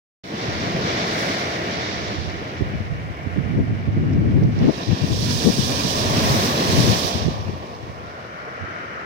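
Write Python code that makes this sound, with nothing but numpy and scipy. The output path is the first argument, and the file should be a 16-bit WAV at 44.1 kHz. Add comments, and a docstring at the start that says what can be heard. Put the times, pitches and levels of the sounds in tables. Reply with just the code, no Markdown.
"""Lake swells run against a concrete edge: one washes up and drains back, the next curls and bursts.
Entrained air resonates, so the water roars, gurgles and thuds; the backwash rushes, foam fizzes,
spray sizzles and drops patter down, while surf churns further along the shore.
The water is heard through the two spaced, resonant ports of a hand-held microphone.
Turbulent gusts buffet each port on its own, with a low rumble and flutter."""
import sys
import numpy as np
from scipy import signal
from scipy.fft import rfft, irfft, next_fast_len
from scipy.io import wavfile
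from scipy.ndimage import uniform_filter1d

SR = 44100
rng = np.random.default_rng(int(sys.argv[2]) if len(sys.argv) > 2 else 0)


def generate_wav(signal):
    """Clip the signal to [-1, 1] and save it as 16-bit WAV at the path in sys.argv[1]."""
    frames = np.transpose(np.atleast_2d(signal))
    scaled = np.clip(frames, -1, 1) * 32767
    pcm = np.round(scaled).astype(np.int16)
    wavfile.write(sys.argv[1], SR, pcm)


N = 399105
TIME = np.arange(N) / SR
FFT_SIZE = next_fast_len(N, True)
HZ = np.maximum(np.arange(FFT_SIZE // 2 + 1) * SR / FFT_SIZE, 1)

# Spectra of the water: f/Hz, relative spectral level/dB
ROAR_SPECTRUM = [(40, -50), (90, 1.5), (170, 2.5), (240, 2), (310, 3), (450, 4), (650, -0.5), (850, -9.5),
                 (1050, -8.5), (1400, -15), (1800, -8.5), (2200, -16), (2600, -10.5), (6000, -43)]  # clouds of trapped air
WASH_SPECTRUM = [(300, -7.5), (700, 5), (1050, -8), (1400, 2.5), (1650, 0), (1950, 1), (2280, 0.5),
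                 (2550, -10), (2850, -8), (3200, -18), (6000, -36.5), (9000, -49.5), (16000, -56)]  # the running sheet of water
FOAM_SPECTRUM = [(700, -26.5), (1500, -11.5), (2500, -5.5), (3500, 2), (5500, -4), (7000, -9.5),
                 (9000, -25.5), (16000, -54)]
SPRAY_SPECTRUM = [(900, -15), (2000, -15), (5000, 0), (7000, -1), (9600, -4), (11800, -11), (16000, -10)]
SURF_SPECTRUM = [(150, -48), (420, 9), (650, 8), (950, 0.5), (1150, 4), (1450, -15), (3000, -45)]  # churning further along the shore
MIST_SPECTRUM = [(5000, -29), (8000, 4), (11000, -1), (13500, 5), (16000, 0)]  # the finest spray
CAVITY_SPECTRUM = [(150, -2), (240, 12.5), (340, -5.5), (750, -30), (980, -0.5), (1150, -15), (1330, -7),
                   (1770, -5), (2100, -20), (2420, -3.5), (2580, -10), (2780, -5.5), (3300, -50),
                   (6000, -36)]  # the air pocket under the curling crest
SPILL_SPECTRUM = [(300, -10), (700, -5.5), (1000, -12), (1380, 9), (1650, 1), (1900, 1), (2300, -4.5),
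                  (2550, -11.5), (3020, -13.5), (3300, -27), (6000, -30), (9000, -45), (16000, -62)]  # the distant spilling crest
# Lapping between surges: t/s, wash/dB, foam/dB, spray/dB, left minus right/dB
LAPPING_LEVELS = [(0, -42, -47, -56, -2), (2.7, -39.5, -93, -60, -0.5), (3.4, -37, -60, -59.5, 1.5),
                  (3.9, -39, -61, -63, -0.5), (4.45, -39.5, -58, -61, -1.5), (5.3, -58, -61, -56, 3),
                  (7.7, -46, -55, -58.5, -0.5), (9.05, -54, -68, -72, -15)]
# Surges at the wall; four rows for the first swell, six for the one that breaks: start/s, rise/s, hold/s,
# foam decay/(dB/s), roar/dB, wash/dB, foam/dB, spray/dB, left minus right/dB
WALL_SURGES = [(0.225, 0.22, .33, 16, -25, -31, -37.5, -54, 1.5),
               (0.797, 0.1, 0.49, 23.5, -27, -27.5, -33.5, -52, 1.5),
               (1.0, 0.19, .02, 19, -43, -31.5, -50, -41, -2),
               (1.513, 0.23, 0.21, 20, -28, -34, -38, -76, 1),
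               (4.491, 0.11, 0.059, 58.5, -31, -38.5, -51, -62, -2),
               (4.618, 0.14, 0.26, 30, -31.5, -54, -43, -51.5, -6.5),
               (4.94, 0.42, 0.64, 25.5, -29, -67, -34, -33, -5.5),
               (5.817, 0.49, 0.14, 32.5, -20.5, -29.5, -30, -30, 0.7),
               (6.476, .27, 0.16, 55, -22, -36, -29.5, -30, -1.5),
               (6.85, 0.14, 0.087, 48, -55.5, -57, -33, -34, -4)]
# Churning of the distant surf: t/s, level/dB
SURF_LEVELS = [(0, -66), (4.5, -44), (5.3, -38), (6.3, -26), (7.1, -30.5), (7.8, -38), (9.05, -39)]
# Gusts: start/s, rise/s, hold/s, left port/dB, right port/dB, extra small eddies/dB
WIND_GUSTS = [(.4, 0.12, 0.25, -33, -35, 2), (1.497, 0.76, 0.085, -38.5, -29, -12),
              (2.496, 0.1189, .45, -29, -29, -3), (3.15, .42, .13, -27, -19, 2.5),
              (3.72, .42, 0.34, -15, -18.5, 2.5), (4.999, 0.121, .2, -22.5, -24, 2),
              (5.501, .1, .1, -26, -27, 0.5), (5.75, .5, .1, -22, -23, -1),
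              (6.621, .12, 0.092, -18, -23, -1.5), (7.099, .08, .3, -26, -32, -3.5),
              (7.599, 0.18, .25, -38, -45, -6)]
# Spectra of large and small eddies: f/Hz, relative spectral level/dB
RUMBLE_SPECTRUM = [(40, -12), (65, -8.5), (105, 3), (170, -3.5), (260, -19), (400, -24), (800, -63),
                   (2000, -76)]
FLUTTER_SPECTRUM = [(100, -8.5), (170, -1), (250, 4), (350, -6.5), (450, -14.5), (800, -27), (1400, -52),
                    (3000, -79)]
# Air pockets pinched off against the wall: t/s, level/dB, f/Hz
WALL_SLAPS = [(0.338, -17, 205), (0.481, -16, 116), (0.746, -11, 165), (.836, -20, 122),
              (5.844, -11.5, 184), (6.106, -10.5, 150), (6.298, -9, 138.8)]
# Finest spray thrown up close by: start/s, rise/s, hold/s, decay/(dB/s), level/dB
MIST_BURSTS = [(1.1, .13, .02, 104, -53), (6.043, .26, 0.14, 30, -35.5), (6.6, .25, 0.21, 188, -40.5)]
# Single eddies striking a port: t/s, duration/s, level/dB, port (0 left, 1 right), speed/usual speed
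EDDY_STRIKES = [(2.19, 0.034, -19.5, 1, .85), (2.28, 0.026, -23.5, 1, .9), (2.617, .028, -7.5, 1, 1.15),
                (2.744, 0.057, -19, 0, .95), (2.807, 0.02, -15.5, 0, .95), (2.916, 0.044, -19.5, 1, .8),
                (3.105, 0.022, -23.5, 0, .9), (3.268, 0.018, -14.5, 1, 1), (3.38, 0.048, -15, 1, 1.25),
                (3.59, 0.086, -12, 0, 1.3), (3.718, 0.063, -19, 0, 1.1), (3.884, .03, -13, 1, 1),
                (3.979, 0.027, -12, 1, 1.1), (4.366, 0.091, -11, 0, 1.1), (4.435, 0.052, -9.5, 1, 1.2),
                (4.629, 0.18, -16, 1, 1.3), (4.636, 0.096, -11, 0, 1.5), (4.689, 0.0484, -8.5, 0, 2),
                (4.91, 0.092, -10.5, 0, 1.1), (5.033, 0.056, -11.5, 0, 1.1), (5.115, 0.063, -14.5, 0, 1.3),
                (5.477, .08, -7.5, 0, 1.8), (5.597, 0.064, -15, 0, 1.2), (5.855, 0.043, -17.5, 1, 1.4),
                (6.691, 0.034, -15, 1, .9), (6.798, 0.066, -11, 0, .9), (6.847, 0.031, -12.5, 0, .9),
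                (6.899, 0.069, -12, 0, 1), (7.047, 0.025, -16.5, 1, .9), (7.159, .037, -17, 0, .9),
                (7.22, .04, -20.5, 0, .9), (7.263, .035, -12.5, 1, 1), (7.284, 0.0185, -8, 1, 1.4),
                (7.498, 0.038, -17, 0, 1), (7.535, .028, -20.5, 1, 1), (7.836, 0.034, -29.5, 0, .9),
                (7.895, 0.035, -30.5, 1, .9), (8.63, 0.081, -28.5, 1, .9)]
# Drops landing close by: t/s, level/dB, left minus right/dB, f/Hz
DROP_IMPACTS = [(2.551,-57,-4,4995), (3.807,-61.5,-6,5520), (4.108,-54,-5,5430), (4.133,-47,-4,5930),
                (4.313,-44,-6,2964), (4.434,-43,-5,5320), (4.589,-38.5,-3.5,5020), (4.833,-39.5,-13,4150),
                (5.309,-26.5,-9,5480), (7.579,-51,-4,13960), (7.749,-45,0,4227)]
# Shore sound across the two ports: f/Hz, coherence (0 to 1), phase lead of the right port/rad
PORT_COHERENCE = [(198, 0.99, .05), (435, 0.78, 0.79), (696, 0.82, 1.14), (863, 0.58, 3.25),
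                  (1420, 0.65, 3.1), (1654, 0.32, 3.6), (2030, 0.37, 7.5), (2326, 0.42, 5.8),
                  (3080, 0, 13.4), (3670, 0.13, 12.2), (5400, 0, 16.8)]
# Resonances of the ports: f/Hz, left gain/dB, right gain/dB
PORT_RESPONSE = [(203, 1.5, 1), (530, -4, -3.5), (1100, 3.5, 3), (1310, -1, -2), (1970, -0.5, -2),
                 (2390, 1, -1.5), (3040, -6.5, 4.5), (4110, 1, 5.5), (5740, -1, 9), (6980, -1.5, -2),
                 (9050, -8.5, -1.5), (11500, -2.5, -2), (15500, -1.5, 0)]


def from_db(db):
    """Amplitude ratio of a level in decibels."""
    return np.exp(np.asarray(db) * (np.log(10) / 20))


def unit_rms(x):
    """Normalisation to unit mean square."""
    return x / np.sqrt(np.mean(x ** 2) + 1e-20)


def over_time(rows):
    """Linear interpolation of each column to every sample."""
    times, *columns = np.transpose(rows)
    return [np.interp(TIME, times, column) for column in columns]


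def over_frequency(rows):
    """Interpolation of each column to every frequency, on an octave scale."""
    hz, *columns = np.transpose(rows)
    return np.array([np.interp(np.log2(HZ), np.log2(hz), column) for column in columns])


def filtered(x, response):
    """Linear filtering: the spectrum is multiplied by a response tabulated in decibels."""
    return irfft(rfft(x, FFT_SIZE) * from_db(over_frequency(response)), FFT_SIZE)[:, :N]


def panned(pan_db):
    """Left and right gains: a level difference gives direction."""
    return from_db(np.array([[.5], [-.5]]) * pan_db)


def drift(rate_hz):
    """Slow random modulation: low-passed noise of unit spread."""
    step, settling = 40, 2000
    pole = np.exp(-2 * np.pi * rate_hz * step / SR)
    noise = rng.standard_normal(N // step + settling + 2)
    slow = signal.lfilter([1], [1, -2 * pole, pole * pole], noise)[settling:]
    return np.interp(np.arange(N) / step, np.arange(len(slow)), unit_rms(slow))


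def envelope(start_s, rise_s, hold_s, fall_db_per_s):
    """One push of water or air: linear growth, a plateau, then exponential decay."""
    age = TIME - start_s
    dying_s = np.maximum(age - rise_s - hold_s, 0)
    return np.clip(age / rise_s, 0, 1) * from_db(-fall_db_per_s * dying_s)


def pops(per_s, spread_db):
    """A Poisson process: impulses of random size, each with its own strength in either channel."""
    chance, size, left, right = rng.random((4, N), dtype=np.float32)
    born, out = chance < per_s / SR, np.zeros((2, N), np.float32)
    height = from_db(-spread_db * np.log(size[born] + .01))
    out[:, born] = height * (np.array([left[born], right[born]]) - .5)
    return out


def water_noise(spectrum, per_s, spread_db, waver_db, waver_hz):
    """Shot noise: a wavering crowd of tiny bursts, partly coherent between the spaced ports."""
    coherence, lead = over_frequency(PORT_COHERENCE).astype(np.float32)
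    coherence = np.clip(coherence, 0, 1)
    left, independent = rfft(pops(per_s, spread_db), FFT_SIZE)
    right = coherence * np.exp(1j * lead) * left + np.sqrt(1 - coherence ** 2) * independent
    colour = from_db(over_frequency(spectrum)).astype(np.float32)
    crowd = irfft(np.array([left, right]) * colour, FFT_SIZE)[:, :N]
    return unit_rms(crowd * from_db(waver_db * drift(waver_hz)))


def bubbles(low_hz, high_hz, cycles, glide, spread_db, count):
    """Bubble resonance: each rings down and climbs in pitch near the surface; the far port lags."""
    out, port_lag = np.zeros((2, N + SR)), SR // 2000
    for when, size, strength, side in rng.random((count, 4)):
        hz = low_hz * (high_hz / low_hz) ** size
        start, near = int(when * N), int(side > .5)
        life = cycles / hz
        age = TIME[:int(life * SR)]
        height = from_db(-spread_db * np.log(strength + .01) - 60 * age / life)
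        ring = height * np.sin(2 * np.pi * hz * age * (1 + glide * age / life))
        out[near, start:start + len(age)] += ring
        out[1 - near, start + port_lag:start + port_lag + len(age)] += ring
    return unit_rms(out[:, :N])


def surge_gains(lapping_roar_db=-39.5):
    """Incoherent sources add in power: each surge joins the lapping in roar, wash, foam and spray."""
    *lapping_db, lapping_pan_db = over_time(LAPPING_LEVELS)
    wash, foam, spray = ((panned(lapping_pan_db) * from_db(db)) ** 2 for db in lapping_db)
    roar = from_db(lapping_roar_db) ** 2
    for start, rise, hold, fall, roar_db, wash_db, foam_db, spray_db, pan_db in WALL_SURGES:
        side = panned(pan_db)
        # roar and wash outlast the foam; spray dies soonest
        roar += (from_db(roar_db) * envelope(start, rise, hold, fall * .6)) ** 2
        wash += (side * from_db(wash_db) * envelope(start, rise, hold, fall * .6)) ** 2
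        foam += (side * from_db(foam_db) * envelope(start, rise, hold, fall)) ** 2
        spray += (side * from_db(spray_db) * envelope(start, rise, hold, fall * 1.74)) ** 2
    return [np.sqrt(power) for power in (roar, wash, foam, spray)]


def waves(bubble_db=-14):
    """Air entrainment: bubble clouds roar, the wash rushes, foam and spray crackle, lone bubbles ring."""
    roar_gain, wash_gain, foam_gain, spray_gain = surge_gains()
    roar = water_noise(ROAR_SPECTRUM, per_s=7000, spread_db=2, waver_db=1.45, waver_hz=6.1)
    wash = water_noise(WASH_SPECTRUM, per_s=9000, spread_db=2, waver_db=.78, waver_hz=9.6)
    foam = water_noise(FOAM_SPECTRUM, per_s=20000, spread_db=2, waver_db=1.05, waver_hz=10.5)
    spray = water_noise(SPRAY_SPECTRUM, per_s=18000, spread_db=1, waver_db=.8, waver_hz=29)
    gurgle = from_db(bubble_db) * bubbles(260, 900, cycles=32, glide=.15, spread_db=3, count=600)
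    trickle = from_db(bubble_db) * bubbles(900, 2600, cycles=36, glide=.15, spread_db=3.5, count=1500)
    fizz = from_db(bubble_db) * bubbles(2600, 6500, cycles=40, glide=.08, spread_db=4, count=2000)
    return (roar_gain * (roar + gurgle) + wash_gain * (wash + trickle)
            + foam_gain * (foam + fizz) + spray_gain * spray)


def far_surf(gulps_db=-9):
    """Water churning along the shore: shot noise, with the gulps of resonating bubbles."""
    surf_db, = over_time(SURF_LEVELS)
    churn = water_noise(SURF_SPECTRUM, per_s=6000, spread_db=2, waver_db=1.5, waver_hz=17)
    gulps = from_db(gulps_db) * bubbles(350, 1000, cycles=45, glide=.1, spread_db=3.5, count=220)
    return from_db(surf_db) * (churn + gulps)


def gusts(breeze_db=-49, fall_db_per_s=75):
    """Gusts add in power to a breeze, giving the pressure of large and small eddies at each port."""
    large = small = from_db(breeze_db) ** 2
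    for start, rise, hold, left_db, right_db, small_db in WIND_GUSTS:
        gust = from_db([[left_db], [right_db]]) * envelope(start, rise, hold, fall_db_per_s)
        large = large + gust ** 2
        small = small + (gust * from_db(small_db)) ** 2
    return np.sqrt([large, small])


def eddies(spectrum, speed, steadiness):
    """Frozen turbulence: a fixed pattern is carried past each port, so frequency scales with speed."""
    swirl = unit_rms(filtered(rng.standard_normal((2, N)), spectrum))
    local_power = uniform_filter1d(swirl ** 2, size=1200, axis=1)
    swirl = unit_rms(swirl / (local_power + 1e-9) ** (steadiness / 2))
    travelled = np.cumsum(speed, axis=1) % (N - 1)
    return np.array([np.interp(path, np.arange(N), port) for path, port in zip(travelled, swirl)])


def wind(flutter_db=-9, flutter_exponent=1.006, usual_db=-20, speed_exponent=.14):
    """Turbulent pressure on the ports rumbles and flutters; stronger flow is faster, hence brighter."""
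    waver_db = .9 * np.array([drift(18), drift(18)])
    flow, small_eddies = gusts() * from_db(waver_db)
    blows, blow_speed = buffets()
    pressure = np.hypot(flow, blows)
    flow_speed = np.maximum(flow / from_db(usual_db), .2) ** speed_exponent
    speed = (flow_speed * flow ** 2 + blow_speed * blows ** 2) / pressure ** 2  # power-weighted mean
    rumble = pressure * eddies(RUMBLE_SPECTRUM, speed, steadiness=.55)
    flutter_gain = from_db(flutter_db) * np.hypot(small_eddies, blows) ** flutter_exponent
    return rumble + flutter_gain * eddies(FLUTTER_SPECTRUM, speed, steadiness=.45)


def slaps(t60_s=.066, rise_s=.0014):
    """Damped oscillation of air squeezed against the wall: a dull thud, alike at both ports."""
    out, age = np.zeros(N), TIME[:SR // 4]
    for onset_s, level_db, hz in WALL_SLAPS:
        start = int(onset_s * SR)
        height = from_db(level_db - 60 * age / t60_s) * (1 - np.exp(-age / rise_s))
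        out[start:start + len(age)] += height * np.sin(2 * np.pi * (hz * age + rng.random()))
    return out


def mist():
    """Shot noise of the finest droplets: a top-octave sizzle where a wave strikes the wall."""
    sizzle = water_noise(MIST_SPECTRUM, per_s=20000, spread_db=2.2, waver_db=.6, waver_hz=30)
    power = sum((from_db(db) * envelope(*timing)) ** 2 for *timing, db in MIST_BURSTS)
    return np.sqrt(power) * sizzle


def buffets(roughness_db=.8):
    """Convection of single eddies past a port: the pressure and speed of each brief, shaking pulse."""
    power, weighted_speed = np.zeros((2, 2, N))
    for centre_s, length_s, level_db, port, speed in EDDY_STRIKES:
        passing = np.abs(TIME - centre_s) < length_s / 2
        pulse = (from_db(level_db) * np.cos(np.pi * (TIME[passing] - centre_s) / length_s)) ** 2
        power[int(port), passing] += pulse
        weighted_speed[int(port), passing] += pulse * speed
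    return np.sqrt(power) * from_db(roughness_db * drift(65)), weighted_speed / (power + 1e-18)


def drops(t60_s=.018):
    """Impact transients: each drop lands with a plink of damped noise around its own pitch."""
    out, age = np.zeros((2, N)), TIME[:SR // 20]
    for onset_s, level_db, pan_db, hz in DROP_IMPACTS:
        band = signal.butter(2, [hz * .8, min(hz * 1.15, 19000)], "band", fs=SR, output="sos")
        plink = unit_rms(signal.sosfilt(band, rng.standard_normal((2, len(age)))))
        start = int(onset_s * SR)
        out[:, start:start + len(age)] += plink * panned(pan_db) * from_db(level_db - 60 * age / t60_s)
    return out


def crest_cavity(level_db=-27):
    """Cavity resonance: air under the curling crest booms like a tube, then fades as it collapses."""
    gain = from_db(level_db) * envelope(start_s=4.42, rise_s=1.49, hold_s=.9, fall_db_per_s=22)
    return gain * water_noise(CAVITY_SPECTRUM, per_s=6000, spread_db=4, waver_db=3, waver_hz=9.8)


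def far_spill(level_db=-32):
    """Shot noise of a crest spilling further along the shore: a rattling rush."""
    rush = water_noise(SPILL_SPECTRUM, per_s=9000, spread_db=-2, waver_db=.4, waver_hz=11.5)
    gain = from_db(level_db) * envelope(start_s=7.72, rise_s=1, hold_s=.5, fall_db_per_s=10)
    return gain * rush * panned(pan_db=2.2)


def scene():
    """Superposition: port resonances colour the lake's sound, while wind acts on the ports directly."""
    lake = waves() + crest_cavity() + mist() + far_surf() + far_spill() + slaps() + drops()
    return filtered(lake, PORT_RESPONSE) + wind()


def record(dry, low_cut_hz=52, high_cut_hz=15800, opens_s=.235):
    """Band limiting and soft saturation in the microphone, which opens after a moment."""
    x = signal.sosfilt(signal.butter(4, low_cut_hz, "high", fs=SR, output="sos"), dry)
    x = 1.254 * np.tanh(x / 1.294)
    x *= np.clip((TIME - opens_s) / .0051, 0, 1)
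    return signal.sosfilt(signal.ellip(12, .1, 90, high_cut_hz, fs=SR, output="sos"), x)


dry = scene()
out = record(dry)
generate_wav(out)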